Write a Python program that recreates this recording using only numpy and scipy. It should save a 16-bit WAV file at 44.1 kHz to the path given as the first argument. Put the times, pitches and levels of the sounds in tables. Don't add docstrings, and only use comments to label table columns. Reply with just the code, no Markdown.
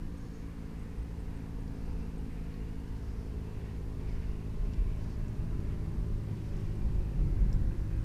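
import sys
import numpy as np
from scipy import signal
from scipy.fft import rfft, irfft, next_fast_len
from scipy.io import wavfile
from scipy.ndimage import uniform_filter1d

SR = 44100
rng = np.random.default_rng(int(sys.argv[2]) if len(sys.argv) > 2 else 0)


def to_linear_factor(level_db):
    exponent = np.asarray(level_db, float) / 20
    return 10 ** exponent


def dump(signal):
    limited = np.clip(np.atleast_2d(signal).T, -1, 1)
    pcm = np.round(limited * 32767).astype(np.int16)
    wavfile.write(sys.argv[1], SR, pcm)


N = 354563
T = np.arange(N) / SR


def level(x, db):
    return x * to_linear_factor(db) / np.sqrt(np.mean(x ** 2))


def columns(table):
    s, *rest = np.transpose(table)
    return [np.interp(T, s, c) for c in rest]


def walk(rate_hz):
    hold = int(SR / rate_hz)
    steps = np.repeat(rng.standard_normal(N // hold + 1), hold)
    return 1.213 * uniform_filter1d(uniform_filter1d(steps, hold), hold)[:N]


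def coloured(spectrum):
    hz, db = np.transpose(spectrum)
    size = next_fast_len(N)
    f = np.arange(size // 2 + 1) * SR / size + 1
    gain = to_linear_factor(np.interp(np.log(f), np.log(hz), db, left=-80, right=-80))
    return level(irfft(rfft(rng.standard_normal(size)) * gain, size)[:N], 0)


def band(x, hz, width_hz):
    return signal.lfilter(*signal.iirpeak(hz, hz / width_hz, fs=SR), x)


def add(out, s, sound):
    i = int(s * SR)
    out[i:i + len(sound)] += sound[:N - i]


def swells(table):
    return sum(to_linear_factor(2 * db) * np.exp(-(2 * (T - s) / length_s) ** 2) for s, db, length_s in table)


def motor(firing_hz, second_tone_db, upper_db):
    tones_db = [-5, 3.5, -5, -11.5, -10, -12.5, -23, -21, -23.5, -25, -35, -44, -44, -35.5, -47, -51, -41.5,
                -38, -44, -41]
    # frequency in Hz, relative density in dB.
    gas_spectrum = [(60, -9), (120, -9), (250, -1), (330, 0), (430, -5.5), (620, -14.5), (750, -20),
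                    (1000, -30.5), (1600, -34), (3000, -34)]
    gas_db, gas_follows = -10, 0.1
    phase = 2 * np.pi * np.cumsum(firing_hz * (1 + .001 * walk(9))) / SR
    tones = 0
    for k, db in enumerate(tones_db, start=1):
        waver_db = min(.5 + .025 * k * k, 3.2) * walk(6)
        slip_rad = .006 * k * k * walk(7)
        lift_db = second_tone_db * (k == 2) + upper_db * (k >= 7)
        tones = tones + to_linear_factor(db + lift_db + waver_db) * np.cos(k * phase + slip_rad)
    gas = (1 + 0.023 * np.cos(phase)) * coloured(gas_spectrum)
    return tones + to_linear_factor(gas_follows * upper_db) * level(gas, gas_db)


def off_water(x, lag_ms):
    share, turn_rad, top_hz = 0.56, 0.9, 1800
    size = next_fast_len(2 * N)
    f = np.arange(size // 2 + 1) * SR / size
    mirrored = np.r_[x, x[::-1]]
    response = np.exp(-1j * turn_rad) / (1 + (f / top_hz) ** 2)
    turned = irfft(rfft(mirrored, size) * response, size)[:N]
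    return share * np.interp(T - lag_ms / 1000, T, turned)


def wind_rumble(wind_db):
    # frequency in Hz, relative density in dB before the eddies are evened out.
    rumble_spectrum = [(7.1, -33), (12, 5.5), (27, 1.5), (40, 2.5), (65, 3), (82, -4), (100, -10.5),
                       (130, -20), (170, -43), (290, -120)]
    eddies = coloured(rumble_spectrum)
    power = uniform_filter1d(uniform_filter1d(eddies ** 2, size=2500), size=2500)
    evened = level(eddies / (power + 0.041) ** 0.37, 0)
    return to_linear_factor(wind_db + 2 * walk(16)) * evened


def wind_thumps():
    # centre in seconds, level in dB, length in seconds.
    thump_rows = [(1.008, -34.5, 0.042), (1.157, -39, 0.03), (1.589, -36, 0.052), (1.859, -41, 0.095),
                  (2.449, -37.5, 0.096), (3.549, -42, 0.033), (4.102, -39, 0.048), (4.293, -36, 0.056),
                  (4.629, -30.5, 0.059), (4.812, -26, 0.055), (4.885, -28.5, 0.059), (5.222, -30.5, 0.079),
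                  (5.398, -36, 0.045), (5.549, -34, 0.044), (5.665, -34, 0.054), (6.003, -30.5, 0.048),
                  (6.146, -31.5, 0.07), (6.549, -34.5, 0.052), (6.834, -32, 0.044), (7.21, -27, 0.058),
                  (7.319, -37.5, 0.068), (7.428, -23, 0.049), (7.549, -31.5, 0.077), (7.716, -32, 0.082),
                  (7.957, -31.5, 0.053)]
    cycles_per_length = 2.19
    thumps = np.zeros(N)
    for row in thump_rows:
        s, _, length_s = row
        cycles = cycles_per_length * (T - s) / length_s + rng.random()
        thumps += np.sqrt(2 * swells([row])) * np.sin(2 * np.pi * cycles)
    return thumps


def wind_buffeting(wind_db):
    # centre in seconds, peak level in dB, length in seconds.
    gust_rows = [(.9, -51.5, 1), (3.7, -64, 0.45), (4.75, -47.5, 0.39), (5.5, -41, 0.33), (6.0, -42, 0.7),
                 (6.85, -45.5, 0.39), (7.25, -41, 0.16), (7.45, -40.5, 0.26), (7.68, -42.5, 0.21),
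                 (7.9, -57, 0.26)]
    # frequency in Hz, relative density in dB.
    buffet_spectrum = [(60, -46), (90, -0.5), (150, -4.5), (230, -13), (300, -18), (600, -41.5)]
    buffet_db, follows = -53, 1
    steady = to_linear_factor(buffet_db + follows * (wind_db + 40))
    shake = np.sqrt(steady ** 2 + swells(gust_rows))
    return shake * to_linear_factor(1.94 * walk(14)) * coloured(buffet_spectrum)


def wind():
    # time in seconds, wind strength as rumble level in dB.
    wind_curve = [(0, -38.5), (.6, -43), (1.3, -41.5), (2, -38.5), (2.8, -39.5), (4.2, -39), (4.9, -37),
                  (5.7, -36), (6.35, -40.5), (6.9, -34), (7.6, -30), (8.04, -34.5)]
    wind_db, = columns(wind_curve)
    return wind_rumble(wind_db) + wind_thumps() + wind_buffeting(wind_db)


def rustles():
    # start in seconds, length in seconds, centre in Hz, width of each pass in Hz,
    # rms level in dB before the fades.
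    rustle_rows = [(0.087, 0.39, 4400, 430, -78), (0.104, 0.38, 5500, 700, -77),
                   (0.088, 0.4, 6540, 760, -76.5), (0.44, 0.25, 1600, 350, -73),
                   (0.62, 0.42, 2060, 710, -71.5), (3.2, 1.23, 951, 290, -72), (1.202, 1.34, 830, 590, -71),
                   (1.3, 0.23, 1548, 840, -68), (1.678, 0.478, 4960, 1800, -74.5),
                   (2.18, 0.57, 1970, 1200, -68), (2.884, 0.47, 5200, 1500, -75),
                   (3.445, 0.37, 2000, 1680, -66.5), (3.93, 0.39, 2000, 1300, -66.5),
                   (6.3, 1.7, 850, 400, -69.5), (3.995, 0.39, 4700, 2120, -73),
                   (4.38, 1.05, 2000, 2130, -71), (4.2, 1.9, 609, 79, -68), (.4, 1.1, 1200, 580, -71.5),
                   (7.302, 0.96, 1530, 600, -69.5), (4.93, 0.26, 5100, 2020, -71),
                   (5.594, 0.18, 1800, 1498, -65.5), (6.204, 0.633, 2200, 1800, -68.5),
                   (6.249, 0.6, 5300, 2140, -73.5)]
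    out = np.zeros(N)
    for s, length_s, hz, width_hz, db in rustle_rows:
        n = int(length_s * SR)
        grain = rng.standard_normal(n) * to_linear_factor(2.4 * walk(88.9)[:n])
        rustle = band(band(grain, hz, width_hz), hz, width_hz)
        add(out, s, signal.windows.tukey(n, .55) * level(rustle, db))
    return out


def ticks():
    # start in seconds, peak level in dB, centre in Hz, width of each pass in Hz.
    tick_rows = [(1.678, -54, 4700, 2000), (2.540, -55, 4400, 900), (2.878, -56, 4580, 2000),
                 (4.012, -55, 4988, 2500), (4.735, -50.5, 5200, 2400), (4.735, -53, 2900, 900),
                 (4.742, -50, 2600, 1200), (4.743, -55, 5000, 3500), (5.282, -56, 6600, 1800),
                 (6.566, -57, 6400, 2000), (7.095, -58, 2698, 450), (7.529, -53, 6000, 6998),
                 (7.718, -53.5, 2602, 450)]
    snap, decay_s = 2.4, 0.0028
    out, t = np.zeros(N), T[:SR // 4]
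    for s, db, hz, width_hz in tick_rows:
        contact = (t == 0) * snap + rng.standard_normal(len(t))
        tick = band(band(contact * np.exp(-t / decay_s), hz, width_hz), hz, width_hz)
        add(out, s, to_linear_factor(db) * tick / np.abs(tick).max())
    return out


def clink():
    # start in seconds, gain of the ring in dB.
    strikes = [(7.5288, -51.5), (7.540, -62)]
    # mode frequency in Hz, relative level in dB, 60 dB decay time in seconds.
    modes = [(5330, 2.5, 0.02), (5700, 1, 0.015), (7500, -12.5, 0.12), (7950, -13, .02), (9890, -18, .06),
             (12370, -16, .12)]
    out, t = np.zeros(N), T[:SR // 4]
    ring = sum(to_linear_factor(db) * np.sin(2 * np.pi * hz * t) * 1000 ** (-t / t60_s) for hz, db, t60_s in modes)
    for s, db in strikes:
        add(out, s, to_linear_factor(db) * ring)
    return out


def insect():
    # start in seconds, peak level in dB.
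    chirp_rows = [(0.1705, -66), (0.7043, -73), (0.7856, -68), (0.8205, -71), (0.9782, -69), (1.0196, -68),
                  (1.1912, -70), (1.3586, -67), (1.4726, -71), (1.5948, -71), (1.7522, -72), (1.918, -71),
                  (2.0193, -71), (2.1715, -69), (2.3191, -71), (5.8394, -74), (5.9844, -71), (6.0566, -71),
                  (6.1699, -71), (6.2266, -71), (6.3599, -72), (6.4807, -73), (6.5899, -72), (6.7458, -70),
                  (6.9234, -77), (7.0383, -72), (7.95, -76), (8.0141, -71)]
    length_s, centre_hz, spread_hz = 0.022, 8500, 30
    out, t = np.zeros(N), T[:int(length_s * SR)]
    for s, db in chirp_rows:
        hz = centre_hz + spread_hz * rng.standard_normal()
        add(out, s, to_linear_factor(db) * np.hanning(len(t)) * np.sin(2 * np.pi * hz * t))
    return out


def water_hiss():
    # frequency in Hz, relative density in dB.
    hiss_spectrum = [(410, -23), (700, -1.5), (990, 1), (1310, -5), (1610, -4), (2310, -8), (2660, -9),
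                     (3400, -14), (4560, -13.5), (7820, -19.5), (9860, -20.5), (13600, -24.5), (15100, -26)]
    start_db, rise_db_per_s = -61.5, 0.14
    hiss = coloured(hiss_spectrum)
    wavering = 0
    for hz in 700 * 1.06 ** np.arange(26):
        wavering = wavering + (to_linear_factor(2.63 * walk(6)) - 1) * band(hiss, hz, hz / 32)
    return to_linear_factor(start_db + rise_db_per_s * T + 0.09 * walk(0.69)) * (hiss + wavering)


def whines():
    # frequency in Hz, rms level in dB about which it wavers.
    whine_rows = [(9771, -95), (12225, -99)]
    out = np.zeros(N)
    for hz, db in whine_rows:
        waver = np.sqrt(2) * to_linear_factor(db + 4.4 * walk(4.5))
        out += waver * np.sin(2 * np.pi * hz * T + 0.73 * walk(6))
    return out


def scene():
    # time in seconds, firing rate in Hz, gain in dB,
    # lift in dB of the upper tones that the moving air lets through,
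    # lift in dB of the second tone, uneven but stronger later on, delay in ms of the path off the water.
    motor_curves = [(0, 56.4, -44, -8.5, -10, 3.7), (.5, 55.63, -43, -6, -11, 3.9),
                    (1, 55.17, -44.5, 2.5, -2.5, 3.88), (1.55, 54.97, -42.5, -1.5, -1.5, 4.08),
                    (2, 54.5, -41, -4.5, -8, 4.04), (2.8, 53.72, -43, -7.5, -2.5, 4),
                    (3.3, 53.69, -43.5, 3.5, -1.5, 4.36), (4.2, 53.23, -42.5, 1, -1, 4.44),
                    (5, 53.3, -43, 1, 2, 4.57), (5.6, 53.03, -43, 1.5, -1, 4.63),
                    (6.2, 52.5, -42.5, 0.5, 3.5, 4.9), (6.9, 52.1, -41.5, 2, -0.5, 5),
                    (7.5, 51.57, -43, 4, 1, 5.3), (8.04, 51.31, -42, -3, 3, 5.26)]
    firing_hz, gain_db, upper_db, second_tone_db, lag_ms = columns(motor_curves)
    drone = to_linear_factor(gain_db) * motor(firing_hz, second_tone_db, upper_db)
    small_sounds = rustles() + ticks() + clink()
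    background = water_hiss() + whines()
    return (drone + off_water(drone, lag_ms) + wind() + small_sounds + insect() + background)[None]


def low_pass(x):
    return signal.sosfilt(signal.butter(12, 15210, fs=SR, output="sos"), x)


def record(dry):
    return low_pass(dry)


dry = scene()
out = record(dry)
dump(out)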